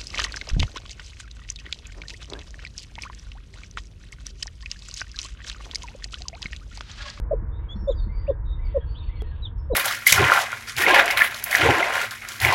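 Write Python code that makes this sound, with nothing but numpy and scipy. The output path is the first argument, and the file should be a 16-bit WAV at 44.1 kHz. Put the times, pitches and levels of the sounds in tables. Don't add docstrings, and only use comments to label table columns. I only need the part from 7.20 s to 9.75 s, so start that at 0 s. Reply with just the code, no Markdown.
import sys
import numpy as np
from scipy import signal
from scipy.fft import rfft, irfft
from scipy.io import wavfile

SR = 44100
rng = np.random.default_rng(int(sys.argv[2]) if len(sys.argv) > 2 else 0)


def dump(signal):
    limited = np.clip(np.atleast_2d(signal).T, -1, 1)
    pcm = np.round(limited * 32767).astype(np.int16)
    wavfile.write(sys.argv[1], SR, pcm)


N = 112455
TIME = np.arange(N) / SR

# pitch_hz, relative_level_db_per_hz
RUMBLE_COLOUR = [(20, -17.5), (35, 5), (55, -1.5), (70, -2.5), (90, -11.5), (125, -14.5), (160, -26.5),
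                 (230, -32.5), (400, -62.5)]
# pitch_hz, relative_level_db_per_hz
AIR_COLOUR = [(250, -5), (325, 13.5), (385, -2), (450, 8), (560, 0.5), (800, -4.5), (935, 6), (1060, 0),
              (1700, -6.5), (2300, -18), (2900, -37), (5400, -58)]
RUMBLE_DB = -27.5
AIR_MIDDLE_DB, AIR_SLOPE_DB_PER_S = -52.5, -1.9

# time_s, level_db
WASH_LEVELS = [(.16, -100), (.45, -73), (.83, -88), (1.08, -67.5), (1.16, -99), (1.5, -64), (1.7, -70.5),
               (1.87, -59), (1.95, -65), (2.17, -62), (2.35, -80)]
# pitch_hz, relative_level_db_per_hz
WASH_COLOUR = [(1600, -19.5), (2250, 1), (2700, 8.5), (3300, 6), (3750, 4.5), (4050, -8), (4450, -4),
               (4900, -36), (5600, -55.5)]
WASH_FLICKER_DB = 1.2

# start_s, length_s, start_pitch_hz, end_pitch_hz, level_db
FAINT_WHISTLES = [(0.311, 0.093, 3494, 3820, -63.5), (0.551, 0.026, 4230, 4350, -62.5),
                  (0.541, 0.14, 5500, 5370, -65), (0.745, 0.115, 4800, 4110, -56.5),
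                  (0.778, 0.037, 3700, 3620, -54), (0.912, 0.15, 4540, 4712, -60),
                  (1.249, 0.12, 3748, 3704, -55), (1.445, 0.038, 4790, 4370, -58),
                  (1.605, 0.023, 3320, 3220, -52.5), (1.66, 0.1, 4350, 4660, -61),
                  (1.775, 0.06, 3820, 3530, -53), (1.827, 0.034, 4370, 4450, -57),
                  (1.949, 0.052, 4283, 4300, -60.5), (2.056, 0.06, 4170, 4236, -62),
                  (2.369, 0.062, 5400, 5196, -66), (2.522, 0.081, 3920, 3690, -47.5)]
# start_s, level_db
PHRASE_REPEATS = [(0.385, -60.5), (0.886, -52.5), (1.386, -51), (1.886, -50.5)]
# start_in_phrase_s, length_s, start_pitch_hz, end_pitch_hz, level_in_phrase_db
PHRASE_NOTES = [(0, .028, 2016, 2090, -0.5), (.02, 0.087, 2298, 2230, -2.5), (.075, .065, 2067, 2010, -5.5),
                (.135, .09, 1932, 1800, -3.5), (.22, .05, 1675, 1620, -4.5)]
WHISTLE_JITTER, PHRASE_JITTER = 0.015, 0.014
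SOFT_EDGE = .48
BLUR_T60_S, BLUR_DB = 0.29, -2

# start_s, level_db, hardness_db (added to the upper board tone only)
BUMPS = [(0.218, -32, -1), (0.554, -26, -13), (.622, -31, -6), (0.864, -28.5, -9.5), (2.528, -29, 6)]
# pitch_hz, level_db, time_to_fall_60_db_s
BOARD_TONES = [(198, 5, 0.099), (321, 8, 0.049)]
# pitch_hz, level_db, time_to_fall_60_db_s
CLICK_TONES = [(435, -32, 0.071), (750, -31, 0.0075)]
CLICK_S, CLICK_IMPULSE_DB, CLICK_LOWPASS_HZ = 2.021, -27.5, 796

# start_s, length_s, start_pitch_hz, turning_pitch_hz,
# end_pitch_hz, pitch_roughness_share, level_db, octave_relative_db (before the octave's narrow band)
PEEPS = [(.486, .06, 3220, 3420, 3480, .004, -39.5, -30), (.675, .034, 3550, 3580, 3720, .005, -43.5, -12),
         (.701, .032, 3950, 3620, 3200, .02, -42, -13), (1.064, .024, 2050, 2550, 3150, .06, -48.5, -18),
         (1.084, .042, 3500, 3620, 3600, .04, -56.5, -40), (1.742, .055, 2950, 3450, 4000, .05, -48, -45),
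         (2.002, .021, 3400, 3300, 3200, .012, -44.5, -45),
         (2.221, .036, 3960, 3850, 3640, .003, -40.5, -28), (2.251, .011, 3680, 3600, 3530, .004, -30, -45),
         (2.261, .016, 3550, 3300, 3050, .018, -40, -45)]
PEEP_EDGE = 0.36
OCTAVE_BAND_HZ, OCTAVE_BAND_T60_S = 6780, 0.011
WALL_ECHO_S = 0.0036
COOP_T60_S, COOP_HEN_DB, COOP_CHICK_DB = 0.12, -19.5, -10.5

# start_s, swell_s, fade_s,
# start_pitch_hz, peak_pitch_hz, end_pitch_hz, level_db (before the box adds its ringing)
CLUCKS = [(.109, 0.0078, .012, 611, 596.4, 630, -15), (0.122, 0.016, 0.0067, 706, 522, 493, -15.5),
          (0.672, 0.027, .009, 571, 543.6, 510, -12.5), (1.079, 0.025, .008, 593, 544, 493, -12),
          (1.544, 0.028, 0.00796, 587, 533, 491, -12.5), (2.499, 0.017, 0.028, 564, 514.7, 363, -18),
          (2.532, 0.0061, 0.0069, 782, 585, 429, -21)]
# pitch_hz, level_db, time_to_fall_60_db_s
BOX_RESONANCES = [(206, -10, 0.13), (312, 2.5, 0.086), (412, -5, 0.26), (697, -14.5, 0.09),
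                  (950, -37.5, 0.076)]
# pitch_hz, relative_level_db_per_hz
RASP_COLOUR = [(300, -10.5), (900, -2.5), (1500, -11), (3300, -14), (4300, -25), (6000, -26), (9000, -65)]
RASP_DB = -53.5
CLUCK_JITTER = .008
SWELL_SHAPE = 0.9
OCTAVE_DB, THROAT_HZ, THROAT_T60_S = -18, 973, 0.056
CLOSE_DB, CLOSE_LEAD_S, CLOSE_T60_S, CLOSE_HZ = -4.5, 0.0012, 0.041, 465

CUTOFF_HZ = 16000


def from_db(db):
    return 10 ** (np.asarray(db) / 20)


def rms_one(x):
    return x / np.sqrt(np.mean(x ** 2) + 1e-20)


def drift(rate_hz):
    r = np.exp(-2 * np.pi * rate_hz / SR)
    wander = signal.lfilter([1], [1, -2 * r, r * r], rng.standard_normal(2 * N))
    return rms_one(wander[N:])


def noise(colour):
    hz, db = np.transpose(colour)
    grid = np.maximum(np.arange(N // 2 + 1) * SR / N, 1)
    gain = from_db(np.interp(np.log(grid), np.log(hz), db))
    return rms_one(irfft(rfft(rng.standard_normal(N)) * gain, N))


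def resonance(x, hz, t60):
    r = np.exp(-np.log(1000) / (t60 * SR))
    feed = np.array([1, 0, -1]) * (1 - r * r) / 2
    feedback = [1, -2 * r * np.cos(2 * np.pi * hz / SR), r * r]
    return signal.lfilter(feed, feedback, x + 1e-18)


def ring(start, hz, t60, attack_s):
    t = np.maximum(TIME - start, 0)
    decay = np.exp(-np.log(1000) * t / t60)
    attack = 1 - np.exp(-t / attack_s)
    return np.sin(2 * np.pi * hz * t) * decay * attack


def reverb(x, t60, delay_s=0):
    t = TIME[:SR // 2]
    tail = rng.standard_normal(len(t)) * np.exp(-np.log(1000) * t / t60) * (t >= delay_s)
    return signal.fftconvolve(x, tail / np.linalg.norm(tail))[:N]


def whistle(start, length, pitches, waver, edge, harmonic=1):
    u = np.clip((TIME - start) / length, 0, 1)
    pitch = np.interp(u, np.linspace(0, 1, len(pitches)), pitches) * (1 + waver)
    envelope = np.sin(np.pi / 2 * np.clip(np.minimum(u, 1 - u) / edge, 0, 1))
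    return envelope * np.sin(2 * np.pi * harmonic * np.cumsum(pitch) / SR)


def low_rumble():
    return from_db(RUMBLE_DB) * noise(RUMBLE_COLOUR + [(1500, -110)])


def airy_noise():
    level_db = AIR_MIDDLE_DB + AIR_SLOPE_DB_PER_S * (TIME - TIME.mean())
    return from_db(level_db) * noise(AIR_COLOUR)


def distant_wash():
    level_db = np.interp(TIME, *np.transpose(WASH_LEVELS)) + WASH_FLICKER_DB * drift(26)
    return from_db(level_db) * noise(WASH_COLOUR)


def faint_whistles():
    waver = WHISTLE_JITTER * drift(300)
    whistles = np.zeros(N)
    for start, length, first_hz, end_hz, db in FAINT_WHISTLES:
        whistles += from_db(db) * whistle(start, length, [first_hz, end_hz], waver, SOFT_EDGE)
    return whistles + from_db(BLUR_DB) * reverb(whistles, BLUR_T60_S)


def far_bird():
    waver = PHRASE_JITTER * drift(100)
    song = np.zeros(N)
    for phrase_start, phrase_db in PHRASE_REPEATS:
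        for offset, length, first_hz, end_hz, db in PHRASE_NOTES:
            note = whistle(phrase_start + offset, length, [first_hz, end_hz], waver, SOFT_EDGE)
            song += from_db(phrase_db + db) * note
    return song + from_db(BLUR_DB) * reverb(song, BLUR_T60_S)


def dry_click():
    impulse = from_db(CLICK_IMPULSE_DB) * (np.arange(N) == int(CLICK_S * SR))
    smoothing = np.exp(-2 * np.pi * CLICK_LOWPASS_HZ / SR)
    click = signal.lfilter([1], [1, -smoothing], impulse + 1e-18)
    for hz, db, t60 in CLICK_TONES:
        click += from_db(db) * ring(CLICK_S, hz, t60, attack_s=1 / SR)
    return click


def board_bumps():
    bumps = np.zeros(N)
    lower, upper = BOARD_TONES
    for start, db, hardness_db in BUMPS:
        for (hz, tone_db, t60), extra_db in ((lower, 0), (upper, hardness_db)):
            bumps += from_db(db + tone_db + extra_db) * ring(start, hz, t60, attack_s=0.0073)
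    return bumps


def chick():
    waver, tone, octave = drift(310), np.zeros(N), np.zeros(N)
    for start, length, first_hz, turn_hz, end_hz, rough, db, octave_db in PEEPS:
        pitches = [first_hz, turn_hz, end_hz]
        tone += from_db(db) * whistle(start, length, pitches, rough * waver, PEEP_EDGE)
        upper = whistle(start, length, pitches, rough * waver, PEEP_EDGE, harmonic=1.98)
        octave += from_db(db + octave_db) * upper
    peeps = tone + resonance(octave, OCTAVE_BAND_HZ, OCTAVE_BAND_T60_S)
    return peeps + from_db(COOP_CHICK_DB) * reverb(peeps, COOP_T60_S, WALL_ECHO_S)


def hen():
    notes = np.zeros(N)
    waver = 1 + CLUCK_JITTER * drift(180)
    rasp = from_db(RASP_DB) * noise(RASP_COLOUR)
    for start, swell, fade, first_hz, peak_hz, end_hz, db in CLUCKS:
        t = np.maximum(TIME - start, 0)
        pitch = np.interp(t, [0, swell, swell + fade], [first_hz, peak_hz, end_hz])
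        phase = 2 * np.pi * np.cumsum(pitch * waver * (t > 0)) / SR
        rise = np.minimum(t / swell, 1) ** SWELL_SHAPE
        fall = np.cos(np.pi / 2 * np.clip((t - swell) / fade, 0, 1)) ** 2
        envelope = rise * fall
        voice = envelope * (np.sin(phase) + rasp)
        octave = from_db(OCTAVE_DB) * resonance(envelope * np.sin(2 * phase), THROAT_HZ, THROAT_T60_S)
        close_start = start + swell + fade - CLOSE_LEAD_S
        closing = from_db(CLOSE_DB) * ring(close_start, CLOSE_HZ, CLOSE_T60_S, attack_s=0.002)
        notes += from_db(db) * (voice + octave + closing)
    boxed = notes + sum(from_db(db) * resonance(notes, hz, t60) for hz, db, t60 in BOX_RESONANCES)
    return boxed + from_db(COOP_HEN_DB) * reverb(boxed, COOP_T60_S)


def scene():
    background = low_rumble() + airy_noise() + distant_wash() + faint_whistles() + far_bird()
    coop = board_bumps() + chick() + hen()
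    return (background + dry_click() + coop)[None]


def record(dry):
    lowpass = signal.cheby2(12, 60, CUTOFF_HZ, fs=SR, output="sos")
    return signal.sosfilt(lowpass, dry)


dry = scene()
out = record(dry)
dump(out)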